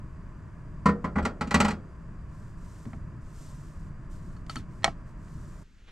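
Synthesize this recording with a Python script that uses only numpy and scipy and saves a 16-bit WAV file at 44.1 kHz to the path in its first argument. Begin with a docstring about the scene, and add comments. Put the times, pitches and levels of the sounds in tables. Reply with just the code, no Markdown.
"""A low, steady roar, likely a gas burner, fills a small van. A kettle is set on the hob and rocks on the
pan support, each impact exciting the modes of kettle, steel bars, hob and counter. A fleece sleeve
brushes close by with a hiss of friction; the plunger lid taps a glass coffee press and clicks home.
Near the end the roar stops abruptly, leaving a quieter cabin and a soft rustle."""
import sys
import numpy as np
from scipy import signal
from scipy.fft import rfft, irfft
from scipy.io import wavfile
from scipy.ndimage import uniform_filter1d

SR = 44100
rng = np.random.default_rng(int(sys.argv[2]) if len(sys.argv) > 2 else 0)


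def digitize_waveform(pressure):
    """Quantize a signal to 16-bit integers and store it at the path in sys.argv[1].

    Rows of a 2-D input are taken as channels; values are limited to [-1, 1].
    """
    field = np.atleast_2d(pressure).T
    bounded = np.clip(field, -1, 1)
    quanta = np.round(bounded * 32767).astype(np.int16)
    wavfile.write(sys.argv[1], SR, quanta)


N = 260631


def gain_of(db):
    """Amplitude ratio: tenfold for every 20 dB."""
    return 10 ** (np.asarray(db) / 20)


def curve_at(points, hz):
    """Interpolation on a logarithmic frequency axis."""
    f, value = np.transpose(points)
    return np.interp(np.log(hz + 1), np.log(f + 1), value)


# Stereo width. Each row: frequency in Hz, side level over mid in dB.
STEREO_WIDTH = [(30, -20), (120, -17), (500, -9.5), (2000, -11), (8000, -15), (12000, -4.5)]

def noise(spectrum, size):
    """Spectral shaping: stereo noise of rms 1, nearly coherent between the ears in the bass."""
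    hz = np.fft.rfftfreq(size, 1 / SR)
    roll_off = np.maximum(hz / spectrum[-1][0], 1) ** -4
    white = rfft(rng.standard_normal((2, size)))
    mid, side = white * gain_of(curve_at(spectrum, hz)) * roll_off * (hz > 10)
    side = side * gain_of(curve_at(STEREO_WIDTH, hz))
    x = irfft(np.array([mid + side, mid - side]), size)
    return x / x.std()


def unit_blow(x):
    """Normalisation of an impact to rms 1 over its first 30 ms."""
    return x / np.sqrt(np.mean(x[:, :round(.03 * SR)] ** 2))


def ring(modes, rise_s, scatter_db, spread, detune=0.0044):
    """Free vibration: a sum of damped modes, weighted and loaded anew by each point of contact."""
    t = np.arange(SR // 2) / SR
    hz, db, t60 = np.transpose(modes)[:, :, None]
    weight, lag, phase, load = rng.standard_normal((4, len(modes), 1))
    envelope = gain_of(db + scatter_db * weight - 60 * t / t60) * (1 - np.exp(-t / rise_s))
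    angle = 2 * np.pi * hz * (1 + detune * load) * t + np.pi * phase
    ear_phase = spread * lag * np.sqrt(hz / hz.max())
    return unit_blow(np.array([(envelope * np.sin(angle + ear * ear_phase)).sum(0) for ear in (1, -1)]))


def burst(spectrum, decay, rise_s):
    """Modal overlap: dense modes merge into noise, each band dying at its own rate."""
    size = SR // 2
    t, hz = np.arange(size) / SR, np.fft.rfftfreq(size, 1 / SR)
    excitation = rfft(noise(spectrum, size))
    centres, t60s = np.transpose(decay)
    bands = [irfft(excitation * curve_at(np.c_[centres, share], hz), size) for share in np.eye(len(decay))]
    dying = sum(band * gain_of(-60 * t / t60) for band, t60 in zip(bands, t60s))
    return unit_blow(dying * (1 - np.exp(-t / rise_s)))


def soften(x, corner_hz):
    """A soft contact acts as a low-pass filter."""
    return signal.sosfilt(signal.butter(2, min(corner_hz, .45 * SR), fs=SR, output="sos"), x)


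def add(mix, start_s, sound):
    """Superposition of a stereo sound on the mix."""
    part = mix[:, round(start_s * SR):][:, :sound.shape[1]]
    part += sound[:, :part.shape[1]]


def quiet_share(at_s=5.633, fade_s=0.0038):
    """Linear crossfade from 0 to 1 as the roar gives way to the quiet cabin."""
    return np.clip((np.arange(N) / SR - at_s) / fade_s + .5, 0, 1)


# Spectra of the still cabin and a rustle. Each row: frequency in Hz, relative density in dB.
CABIN_SPECTRUM = [(20, 2), (45, -3.5), (100, -15), (200, -19.5), (370, -29.5), (520, -38), (800, -42),
                  (1500, -32.5), (3000, -40), (7000, -44.5), (10000, -58.5), (14000, -66)]
RUSTLE_SPECTRUM = [(200, 0), (800, -8), (1500, -6), (3200, -4), (5000, -18), (9000, -31), (13000, -50)]
# Envelope of the rustle. Each row: time in seconds, level in dB.
RUSTLE_ENVELOPE = [(5.78, -70), (5.86, -68.5), (5.885, -55), (5.91, -59)]

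def quiet_cabin():
    """Ambient noise: a bass-heavy floor with one brief broadband rustle."""
    ambience = quiet_share() * gain_of(-52) * noise(CABIN_SPECTRUM, N)
    times, levels = np.transpose(RUSTLE_ENVELOPE)
    rustle_db = np.interp(np.arange(N) / SR, times, levels, left=-np.inf, right=-np.inf)
    return ambience + gain_of(rustle_db) * noise(RUSTLE_SPECTRUM, N)


# Spectra of the rumble, midrange roar and gas jet. Each row: frequency in Hz, relative density in dB.
RUMBLE_SPECTRUM = [(20, 1.5), (35, 3), (50, -1), (90, -2.5), (165, -3.5), (250, -17), (330, -18.5),
                   (480, -37), (900, -54.5)]
ROAR_SPECTRUM = [(250, -12.5), (400, -0.5), (500, -7.5), (620, -0.5), (800, -13), (1040, -0.5), (1350, -7),
                 (1700, -7), (2100, -15.5), (2700, -21), (5000, -50)]
JET_SPECTRUM = [(1500, -14), (2600, -2), (7500, 4.5), (10000, -5), (13000, -14.5)]
# Faint tones in the roar. 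Each row: centre in Hz, bandwidth in Hz, level in dB.
WHISTLE_BANDS = [(990, 180, -70.5), (4780, 300, -85)]

def burner(waver_s=.11, waver_db=1.5):
    """Broadband noise with a randomly modulated rumble; narrow bands of it are heard as whistles."""
    waver = np.interp(np.arange(N) / SR / waver_s, np.arange(N), rng.standard_normal(N))
    rumble = gain_of(-41 + waver_db * waver) * noise(RUMBLE_SPECTRUM, N)
    roar = rumble + gain_of(-58) * noise(ROAR_SPECTRUM, N) + gain_of(-77) * noise(JET_SPECTRUM, N)
    for hz, width, db in WHISTLE_BANDS:
        band = signal.butter(2, [hz - width / 2, hz + width / 2], "bandpass", fs=SR, output="sos")
        whistle = signal.sosfilt(band, rng.standard_normal(N))
        roar += gain_of(db) * whistle / whistle.std()
    return roar * (1 - quiet_share())


# Spectrum of rubbing fleece. Each row: frequency in Hz, relative density in dB.
FLEECE_SPECTRUM = [(800, -27), (2500, -7), (3800, -6), (5200, -3), (7500, -0.5), (9000, -4.5),
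                   (10500, -15.5), (12200, -11.5), (14500, -31)]
# Strokes of the arm. Each row: start in seconds, length in seconds, peak level in dB.
SLEEVE_STROKES = [(2.29, 0.31, -71.5), (2.567, 0.46, -65.5), (3.205, 0.41, -68.5), (3.325, 0.3, -61),
                  (3.56, 0.23, -66), (3.72, 0.21, -71.5), (4.095, .11, -64.5), (4.158, 0.28, -69.5),
                  (4.482, 0.14, -61), (4.684, 0.26, -72.5), (5.058, 0.083, -73), (5.167, 0.92, -67)]

def sleeve(skew=0.69, speed_exponent=0.81):
    """Friction noise: fleece fibres catch and hiss, louder the faster the sleeve slides."""
    t, power = np.arange(N) / SR, np.zeros(N)
    for start, length, db in SLEEVE_STROKES:
        progress = np.clip((t - start) / length, 0, 1)
        speed = abs(np.sin(np.pi * progress ** skew))  # one arch, peaking before its middle
        power += (gain_of(db) * speed ** speed_exponent) ** 2
    catch = uniform_filter1d(rng.standard_normal(N), size=300)
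    flicker = gain_of(catch / catch.std())  # about one decibel
    return noise(FLEECE_SPECTRUM, N) * flicker * np.sqrt(power) * (1 - quiet_share())


# Modes of the plastic lid, glass beaker and steel filter disc.
# Each row: frequency in Hz, relative level in dB, T60 in seconds.
LID_MODES = [(663, -5.5, 0.075), (788, -0.5, 0.039), (1317, -4, .06), (1877, 3, 0.024), (2229, -6, 0.066),
             (3294, -4.5, 0.026), (4220, -6.5, 0.043), (5560, -6, 0.023), (7500, -13.5, .03)]
GLASS_MODES = [(1300, 0, 0.049), (3050, -7, 0.027)]
DISC_MODES = [(4440, -0.5, 0.036), (4340, -7.5, 0.066)]
# Spectrum of the lid's crack. Each row: frequency in Hz, relative density in dB.
CRACK_SPECTRUM = [(200, -27), (700, -0.5), (2000, 0), (4300, -3.5), (6000, -5.5), (8200, -8),
                  (10000, -13.5), (13000, -27), (16000, -52)]
# Reverberation of the cabin. Each row: frequency in Hz, T60 in seconds.
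CABIN_REVERB = [(200, 0.23), (1000, 0.14), (4000, 0.13), (12000, 0.1)]

def press_responses():
    """Impulse responses to one contact on the press; crack and glass carry a faint reverberant tail."""
    crack = burst(CRACK_SPECTRUM, decay=[(500, 0.061), (3000, 0.023), (10000, 0.019)], rise_s=0.00038)
    tail = burst(CRACK_SPECTRUM, CABIN_REVERB, rise_s=0.02)
    lid, glass, disc = (ring(modes, rise_s=.0002, scatter_db=.5, spread=.15)
                        for modes in (LID_MODES, GLASS_MODES, DISC_MODES))
    thud = burst(spectrum=[(30, -2), (90, -1), (240, 7.5), (450, -11.5), (1200, -50)],
                 decay=[(100, 0.31), (400, 0.13)], rise_s=0.003)
    return crack + gain_of(-18) * tail, lid, glass + gain_of(-12.5) * tail, disc, thud


# The filter meets the beaker. Each row: start in seconds, then ring, crack and counter thud in dB.
FILTER_CLINKS = [(4.366, -65.5, -72, -75), (4.4645, -77, -64.5, -65.5), (4.4965, -41.5, -49, -55),
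                 (4.557, -57, -44, -42.5), (4.566, -42.5, -60, -41)]
# The plunger is picked up; later its lid snaps home.
# Each row: start in seconds, strength in dB, low-pass corner in Hz, counter thud in dB.
LID_CLACKS = [(2.854, -62, 2600, -37.5), (2.932, -51.5, 1520, -44), (4.822, -65.5, 5030, -67.5),
              (4.832, -55, 6100, -69), (4.8431, -25.5, 8860, -44.5), (4.859, -34.5, 1500, -49),
              (4.878, -30.5, 1050, -41.5), (5.282, -73, 7000, -70)]

def coffee_press():
    """Impacts on well-damped bodies: the filter clinks on the glass and the plastic lid clacks."""
    out = np.zeros((2, N))
    for start, ring_db, crack_db, thud_db in FILTER_CLINKS:
        crack, _, glass, disc, thud = press_responses()
        add(out, start, gain_of(ring_db) * (glass + gain_of(-6) * disc))
        add(out, start, gain_of(crack_db) * soften(crack, corner_hz=11400) + gain_of(thud_db) * thud)
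    for start, db, corner_hz, thud_db in LID_CLACKS:
        crack, lid, glass, disc, thud = press_responses()
        clack = soften(crack + gain_of(1) * lid + gain_of(-19) * disc, corner_hz)
        add(out, start, gain_of(db) * (clack + gain_of(-19.5) * glass) + gain_of(thud_db) * thud)
    return out


# Modes of the kettle, pan support, hob and counter, and the cabin's lowest standing wave.
# Each row: frequency in Hz, relative level in dB, T60 in seconds.
KETTLE_MODES = [(476.6, -16, 0.49), (1008.3, 2, 0.16), (1092, -2, 0.09), (1143, -1, 0.082),
                (1357, -7, 0.15), (1845, -11.5, 0.23), (2124, -20.5, 0.17), (4526, -26.5, 0.13)]
BAR_MODES = [(3050, -5, .11), (3780, -14, 0.1), (4110, -2, .07), (4640, -3, 0.059), (5010, -18, 0.098),
             (5520, -15.5, .1), (5900, -6.5, 0.08), (6350, -12.5, 0.15), (6880, -5, 0.081),
             (7790, -6.5, .09), (8400, -8.5, 0.049)]
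HOB_MODES = [(330, -19.5, .4), (438, -7, 0.25), (474, -15, 0.23), (590, -4, 0.24), (739, -13, 0.37),
             (797, -1, 0.16), (835.6, 5.5, 0.15), (943, -3, 0.2), (1153, -4, 0.19), (1292, 1, 0.14),
             (1363, 0.5, 0.16), (1430, -2.5, 0.2), (1625, -9.5, 0.25), (1950, 4, 0.11), (2030, -5, 0.13),
             (2420, -9, 0.15), (3290, -17, 0.24)]
COUNTER_MODES = [(166.6, -9, 0.25), (203.2, -0.5, 0.22), (224.4, -7, .2), (255.4, -10, 0.18)]
AIR_MODE = [(75.2, 0, 0.32)]
# Spectra of rattling sheet metal and clashing bars. Each row: frequency in Hz, relative density in dB.
RATTLE_SPECTRUM = [(100, -23.5), (250, 3), (600, 1), (900, -5), (1350, 6), (1600, -4), (2050, -0.5),
                   (2800, -22), (4500, -35.5), (9000, -60)]
CLASH_SPECTRUM = [(800, -22), (2300, 8), (3500, -1.5), (4600, 0), (6000, -7), (8200, -4), (9800, -14),
                  (12500, -17.5), (15000, -36)]
# Damping of that steel. 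Each row: frequency in Hz, T60 in seconds.
STEEL_DECAY = [(200, 0.55), (800, 0.29), (2000, 0.14), (5000, 0.15), (12000, 0.092)]
# As the hob takes the weight, the kettle's ring gives way to the hob's. Each row: time in seconds,
# kettle ring and hob ring in dB relative to the knock, cabin boom in dB relative to the thump.
WEIGHT_TRANSFER = [(.87, 6, -18, -13), (1.22, -9, -1, -5), (1.6, -7.5, 3, -10)]
# The kettle rocks. Each row: start in seconds, strength in dB, counter thump in dB,
# hardness in dB (0 is bare steel on steel).
KETTLE_KNOCKS = [(0.8564, -27, -19.5, -13), (.884, -32, -24.5, -18.5), (1.041, -34, -30.5, -19.5),
                 (1.1549, -34, -24.5, -23.5), (1.179, -33, -43, -20), (1.225, -55.5, -30.5, -1),
                 (1.250, -31, -28.5, -8.5), (1.409, -34.5, -31, -8), (1.472, -55, -35.5, 1.5),
                 (1.508, -35, -34, -4), (1.5418, -26, -20, -2.5), (1.6015, -27, -23, -2),
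                 (1.646, -31.5, -27.5, -5.5), (1.681, -37, -30.5, -2.5), (1.705, -41.5, -37, -2)]

def kettle(hard_rise_s=0.00096):
    """Impact excitation: each knock rings kettle, bars and hob; counter and cabin respond more slowly."""
    out, t = np.zeros((2, N)), np.arange(SR // 2) / SR
    early_boost = 1 + 0.46 * np.exp(-(t / 0.023) ** 4)  # near walls reinforce the first milliseconds
    steel = burst(CLASH_SPECTRUM, STEEL_DECAY, rise_s=.0002)  # the same bars answer every knock
    times, *seating_curves = np.transpose(WEIGHT_TRANSFER)
    for start, db, thump_db, hard_db in KETTLE_KNOCKS:
        kettle_db, hob_db, air_db = (np.interp(start, times, curve) for curve in seating_curves)
        bars = ring(BAR_MODES, rise_s=.0002, scatter_db=4, spread=0.16, detune=.008)
        clash = steel + 0.52 * burst(CLASH_SPECTRUM, STEEL_DECAY, rise_s=.0002) + 0.5 * bars
        corner_hz = 11500 * gain_of(0.06 * (db + hard_db + 30))  # harder blows are brighter
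        layers = [(hard_db, soften(clash, corner_hz)),
                  (hob_db, ring(HOB_MODES, rise_s=0.0018, scatter_db=3, spread=0.14)),
                  (0, burst(RATTLE_SPECTRUM, STEEL_DECAY, rise_s=0.0014)),
                  (kettle_db, ring(KETTLE_MODES, rise_s=0.00059, scatter_db=5.5, spread=.15))]
        rise_s = hard_rise_s * gain_of(-0.72 * hard_db)  # softer contacts build up more slowly
        contact = early_boost * (1 - np.exp(-t / rise_s))
        metal = sum(gain_of(db + part_db) * unit_blow(contact * part) for part_db, part in layers)
        thump = ring(COUNTER_MODES, rise_s=0.0047, scatter_db=3, spread=0.03)
        boom = ring(AIR_MODE, rise_s=.006, scatter_db=0, spread=0.033)
        add(out, start, metal + gain_of(thump_db) * (thump + gain_of(air_db) * boom))
    return out


def scene():
    """Linear superposition of all the sources."""
    return kettle() + coffee_press() + sleeve() + burner() + quiet_cabin()


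def record(dry):
    """Interaural delay and band limit: the left channel lags slightly and the top treble is removed."""
    delay_s, max_lag_rad, cutoff_hz = 4.5e-5, .65, 14500
    lag = np.minimum(2 * np.pi * np.fft.rfftfreq(N, 1 / SR) * delay_s, max_lag_rad)
    ears = irfft(rfft(dry) * np.exp(.5j * np.array([-lag, lag])), N)
    low_pass = signal.firwin(255, cutoff_hz, window=("kaiser", 8), fs=SR)
    return signal.oaconvolve(ears, low_pass[None], "same")


dry = scene()
out = record(dry)
digitize_waveform(out)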